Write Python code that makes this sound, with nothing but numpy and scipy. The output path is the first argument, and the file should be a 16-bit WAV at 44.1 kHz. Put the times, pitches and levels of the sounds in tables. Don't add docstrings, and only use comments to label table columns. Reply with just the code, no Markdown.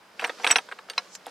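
import sys
import numpy as np
from scipy import signal
from scipy.fft import rfft, irfft
from scipy.io import wavfile
from scipy.ndimage import uniform_filter1d

SR = 44100
rng = np.random.default_rng(int(sys.argv[2]) if len(sys.argv) > 2 else 0)


def wav_out(sig):
    wavfile.write(sys.argv[1], SR, np.round(np.clip(np.atleast_2d(sig).T, -1, 1) * 32767).astype(np.int16))


def voltage_ratio(decibels):
    exponent = np.asarray(decibels, float) / 20
    return 10 ** exponent


N = 57330
BURST = 6000
BURST_T = np.arange(BURST) / SR
EARS = np.array([[1.], [-1.]])

# frequency in Hz, level in dB.
AIR_SPECTRUM = [(25, -38), (60, -18), (140, -13.5), (400, -5.5), (900, -1), (2500, -9.5), (6000, -23),
                (16000, -26)]
AIR_DB = -55.5
HUM_HZ, HUM_WIDTH_HZ, HUM_DB = 192, 15, -69.5
WHINE_HZ, WHINE_WIDTH_HZ, WHINE_DB = 4920, 110, -73.5
# frequency in Hz, likeness from 0 to 1.
PORT_LIKENESS = [(60, 1), (950, 0.8), (15000, 0.16)]

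# time in seconds, level in dB.
STIR_LEVEL = [(0, -70.5), (.15, -64.5), (.24, -48), (.35, -55), (.5, -43), (.62, -56), (.85, -63.5),
              (1.0, -55), (1.2, -64), (1.3, -54.5)]
# frequency in Hz, level in dB.
RUSTLE_SPECTRUM = [(88, -59.5), (150, -9.5), (550, 0.5), (618, 2), (695, -10.5), (1450, -5), (2100, -11),
                   (5030, -8), (15500, -33)]
GRAINS_PER_S, GRAIN_DB, RUSTLE_DB = 4200, 4.5, 4.5
# time in seconds, level in dB.
SLIDE_LEVEL = [(.95, -81.5), (1.08, -63.5), (1.14, -49.5), (1.156, -38.5), (1.18, -69.5), (1.22, -86)]
SLIDE_HZ, SLIDE_WIDTH_HZ = 6200, 2300

# start in seconds, frequency in Hz, peak in dB, t60 in seconds.
RINGS = [(0.198, 8200, -54.5, 0.24), (0.197, 5790, -48, 0.22), (0.2438, 5770, -33.5, 0.064),
         (0.244, 9260, -39, 0.053), (0.267, 8150, -38, .045), (0.263, 12060, -53, .08),
         (.415, 5850, -43, 0.18), (0.444, 8130, -35, 0.075), (0.451, 9800, -40, 0.033),
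         (0.467, 8040, -32.5, 0.12), (0.465, 9930, -39.5, .12), (.472, 13800, -57.5, 0.073),
         (0.47, 5720, -28.5, 0.067), (0.476, 8850, -38.5, 0.21), (.495, 5740, -27, 0.084),
         (0.5115, 7937, -7, 0.033), (.514, 5740, -15, 0.042), (0.515, 6176, -19.5, 0.03),
         (.5103, 12230, -31.5, 0.036), (.53, 8100, -40, 0.11), (.558, 8140, -33, 0.087),
         (0.561, 5420, -20.5, 0.039), (0.559, 5694, -31, 0.058), (0.559, 5970, -26.5, 0.074),
         (0.565, 9916, -31.5, 0.065), (.562, 13540, -51, 0.066)]
# start in seconds, frequency in Hz, peak in dB, t60 in seconds.
FAINT_RINGS = [(.688, 8230, -59, 0.043), (.714, 8170, -52.5, 0.072), (0.788, 8160, -57.5, 0.04),
               (0.9, 8730, -43.5, 0.076), (0.8982, 4600, -34, 0.052), (1.15, 7150, -33.5, 0.019),
               (1.268, 8790, -59, 0.2)]
RING_SIDE_RAD, RING_LEAN_DB = .3, -2
RING_RISE_S, RING_BEND = .001, 1.217
RING_BUZZ, BUZZ_S = .27, .003

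# start in seconds, peak in dB, centre in Hz, t60 in seconds.
KNOCKS = [(0.1913, -39, 2400, 0.017), (0.195, -20, 2590, 0.056), (0.2122, -26.5, 2920, .03),
          (.2205, -26, 1360, 0.12), (.227, -25.5, 678, 0.043), (.2417, -15, 1700, 0.045),
          (0.2459, -11.5, 2290, 0.028), (0.2492, -18.5, 1980, 0.062), (0.278, -29.5, 1250, 0.058),
          (0.2954, -19.5, 1840, 0.052), (.297, -26, 529, 0.023), (.386, -40, 1280, 0.043),
          (0.3987, -30.5, 740, 0.1), (0.435, -28.5, 1950, 0.12), (0.445, -6, 2300, 0.034),
          (.4485, -26, 1780, 0.026), (0.4664, -7, 2460, 0.022), (0.4738, -7, 3780, 0.025),
          (0.4776, -24.5, 1160, 0.15), (0.488, -24.5, 2000, 0.14), (0.496, -25.5, 2250, 0.032),
          (.503, -11, 2204, 0.092), (0.511, -7, 2870, 0.045), (.5155, -30, 1880, 0.023),
          (0.525, -17.5, 2500, .05), (0.5581, -2, 2575, .04), (0.5626, -13.5, 1900, .04),
          (0.5846, -12, 2560, 0.036)]
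# start in seconds, peak in dB, centre in Hz, t60 in seconds.
BUMPS = [(0.6882, -30, 1510, 0.031), (.714, -28, 1580, .04), (.721, -24, 1880, 0.01),
         (0.7239, -23.5, 1540, 0.031), (0.7884, -30.5, 2100, 0.023), (0.791, -32, 1200, 0.034),
         (.887, -37, 1400, .06), (0.8991, -23, 3570, 0.059), (0.905, -37.5, 482, 0.031),
         (.9785, -13.5, 2610, 0.053), (0.9347, -34, 3000, 0.047), (1.1517, -28.5, 4200, 0.026),
         (1.2608, -32.5, 3520, 0.012), (1.2674, -28, 780, 0.048), (1.278, -38.5, 856, 0.059),
         (1.2827, -38, 3620, 0.026)]
# start in seconds, peak in dB, upper edge of the band in Hz.
TICKS = [(0.214, -33, 9000), (.2412, -30, 10000), (0.434, -35, 9000), (0.5097, -10.5, 8000),
         (0.56, -28.5, 9000), (.8990, -26.5, 8870), (1.1524, -26, 8620), (1.2657, -32.5, 11000)]
TICK_S = .0014
# frequency in Hz, level in dB.
HEAP_MODES = [(270, -3.5), (480, 1.5), (730, 1.5), (930, -1.5), (1120, -3.5), (1330, -3), (1540, -4),
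              (1730, -1.5), (1960, -4.5), (2250, -5), (2600, -0.5), (3200, -4.5), (3750, -3.5),
              (4400, -8.5)]
SPREAD_OCT, DETUNE, SCATTER_DB, BASS_LINGER = 1.368, 0.0522, 2.5, 0.29
LAG_CYCLES, BLOW_CYCLES = 0.82, 2.15
BLOW_DB, CLATTER_DB, SHARD_DB, GRIT_DB = 1, -11, -24, -20
SHARD_LOW_HZ, SHARD_TOP_HZ, GRIT_HZ = 4600, 13500, 6000
# frequency in Hz, level in dB, t60 in seconds.
JUG_MODES = [(727, -23, 0.071), (1107, -11.5, 0.042), (1370, -13, 0.054), (2077, -9, 0.031),
             (2486, -4, 0.027), (4055, 0.5, 0.032), (4980, -6, 0.036), (5120, -17.5, 0.045),
             (5840, -16.5, .06)]
JUG_S, JUG_DB = 0.98, -15.5
ECHO_DB, ECHO_T60_S = -16., 0.032

LEAN_DB, LOW_CUT_HZ, MIC_TOP_HZ = -0.86, 222, 14000


def evened(x):
    return x / np.sqrt(np.mean(x ** 2) + 1e-20)


def read(points, hz):
    f, value = np.transpose(points)
    return np.interp(np.log(hz + 1), np.log(f + 1), value)


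def curve(points):
    s, db = np.transpose(points)
    return voltage_ratio(np.interp(np.arange(N) / SR, s, db))


def add(mix, s, sound):
    part = mix[..., round(s * SR):][..., :sound.shape[-1]]
    part += sound[..., :part.shape[-1]]


def coloured(x, gain):
    return irfft(rfft(x) * gain(np.fft.rfftfreq(N, 1 / SR)), N)


def band(x, low_hz, high_hz):
    return signal.lfilter(*signal.butter(1, [low_hz, high_hz], "band", fs=SR), x)


def decay(t60, rise):
    return (1 - np.exp(-BURST_T / rise)) * voltage_ratio(-60 * BURST_T / t60)


def mode(hz, t60, rise, phase=0):
    return decay(t60, rise) * np.sin(2 * np.pi * hz * BURST_T + phase)


def buzz():
    width = int(BUZZ_S * SR)
    smooth = uniform_filter1d(rng.standard_normal(BURST), width)
    return evened(uniform_filter1d(smooth, width))


def fuzzy(x, hz, width_hz):
    return evened(coloured(x, lambda f: 1 / (1 + ((f - hz) / width_hz) ** 2)))


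def paired(a, b):
    def same(f):
        return np.clip(read(PORT_LIKENESS, f), 0, 1)

    right = coloured(a, same) + coloured(b, lambda f: np.sqrt(1 - same(f) ** 2))
    return np.array([a, right])


def air():
    a, b, c, d = rng.standard_normal((4, N))
    tone = evened(coloured(paired(a, b), lambda f: voltage_ratio(read(AIR_SPECTRUM, f))))
    hum = fuzzy(c, HUM_HZ, HUM_WIDTH_HZ)
    whine = fuzzy(d, WHINE_HZ, WHINE_WIDTH_HZ)
    return voltage_ratio(AIR_DB) * tone + voltage_ratio(HUM_DB) * hum + voltage_ratio(WHINE_DB) * whine


def rustle():
    happens = rng.random(N) < GRAINS_PER_S / SR
    grains = voltage_ratio(GRAIN_DB * np.minimum(rng.exponential(1, N), 5)) * happens
    bed = 1.6 + evened(np.convolve(grains, np.exp(-np.arange(400) / 80))[:N])
    a, b, c, d = rng.standard_normal((4, N)) * bed
    stir = evened(coloured(paired(a, .5 * a + b), lambda f: voltage_ratio(read(RUSTLE_SPECTRUM, f))))
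    slide = evened(coloured(paired(c, d), lambda f: 1 / (1 + ((f - SLIDE_HZ) / SLIDE_WIDTH_HZ) ** 2) ** 2))
    return stir * curve(STIR_LEVEL) * voltage_ratio(RUSTLE_DB) + slide * curve(SLIDE_LEVEL)


def glaze():
    out = np.zeros((2, N))
    for s, hz, db, t60 in RINGS + FAINT_RINGS:
        side = RING_SIDE_RAD * rng.choice([-1., 1.])
        level = voltage_ratio(db + RING_LEAN_DB * EARS * (hz < 7000))
        flutter = (1 + RING_BUZZ * buzz()) * voltage_ratio(-60 * (BURST_T / t60) ** RING_BEND)
        phase = side * EARS + .5 * RING_BUZZ * buzz()
        add(out, s, level * flutter * mode(hz, 9.3, RING_RISE_S, phase))
    return out


def knock(db, hz, t60):
    blow = mode(hz, 7.17 * BLOW_CYCLES / hz, 0.17 / hz)

    f, level_db = np.transpose(HEAP_MODES * 3)[:, :, None]
    a, b, c = rng.standard_normal((3, len(f), 1))
    near = np.exp(-.5 * (np.log2(f / hz) / SPREAD_OCT) ** 2)
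    ring = mode(f * (1 + DETUNE * b), t60 * (2000 / f) ** BASS_LINGER, LAG_CYCLES / f, 3 * c)
    clatter = (near * voltage_ratio(level_db + SCATTER_DB * a - 5) * ring).sum(0)

    u, v = rng.random((2, 8, 1))
    shard_hz = SHARD_LOW_HZ * (SHARD_TOP_HZ / SHARD_LOW_HZ) ** u
    shards = (v * mode(shard_hz, t60 * .8, .001) * voltage_ratio(-12 * u)).sum(0)
    grit = band(rng.standard_normal(BURST), GRIT_HZ / 2, GRIT_HZ) * decay(t60 * .5, 0.00021)
    bright = (hz / 2000) * (voltage_ratio(SHARD_DB) * shards + voltage_ratio(GRIT_DB) * grit)
    return voltage_ratio(db) * (voltage_ratio(BLOW_DB) * blow + voltage_ratio(CLATTER_DB) * clatter + bright)


def jug():
    out = np.zeros(BURST)
    for hz, db, t60 in JUG_MODES:
        flutter = 1 + RING_BUZZ * buzz()
        out += voltage_ratio(JUG_DB + db) * flutter * mode(hz, t60, 0.00017, RING_BUZZ * buzz())
    return out


def tick(db, hz):
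    snap = rng.standard_normal(BURST) * decay(np.log(1000) * TICK_S, 1 / SR)
    return voltage_ratio(db) * band(snap, hz * .5, hz * 0.97)


def box_echo(dry):
    signs = rng.choice([-1., 1.], (2, BURST))
    sparse = rng.random((2, BURST)) < .05
    taps = signs * sparse * decay(ECHO_T60_S, 0.0013)
    return signal.fftconvolve(dry[None], taps / np.linalg.norm(taps[0]), axes=1)[:, :N]


def pottery():
    dry = np.zeros(N)
    for s, *row in KNOCKS + BUMPS:
        add(dry, s, knock(*row))
    add(dry, JUG_S, jug())
    for s, *row in TICKS:
        add(dry, s, tick(*row))
    return dry + voltage_ratio(ECHO_DB) * box_echo(dry)


def scene():
    hits = pottery() * voltage_ratio(.5 * EARS * LEAN_DB) + glaze()
    low_cut = signal.butter(4, LOW_CUT_HZ, "high", fs=SR, output="sos")
    return signal.sosfilt(low_cut, hits + rustle()) + air()


def roll_off(x):
    return signal.sosfilt(signal.butter(12, 16360, fs=SR, output="sos"), x)


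def record(dry):
    dull = signal.sosfilt(signal.butter(3, MIC_TOP_HZ, fs=SR, output="sos"), dry)
    return roll_off(dull)


dry = scene()
out = record(dry)
wav_out(out)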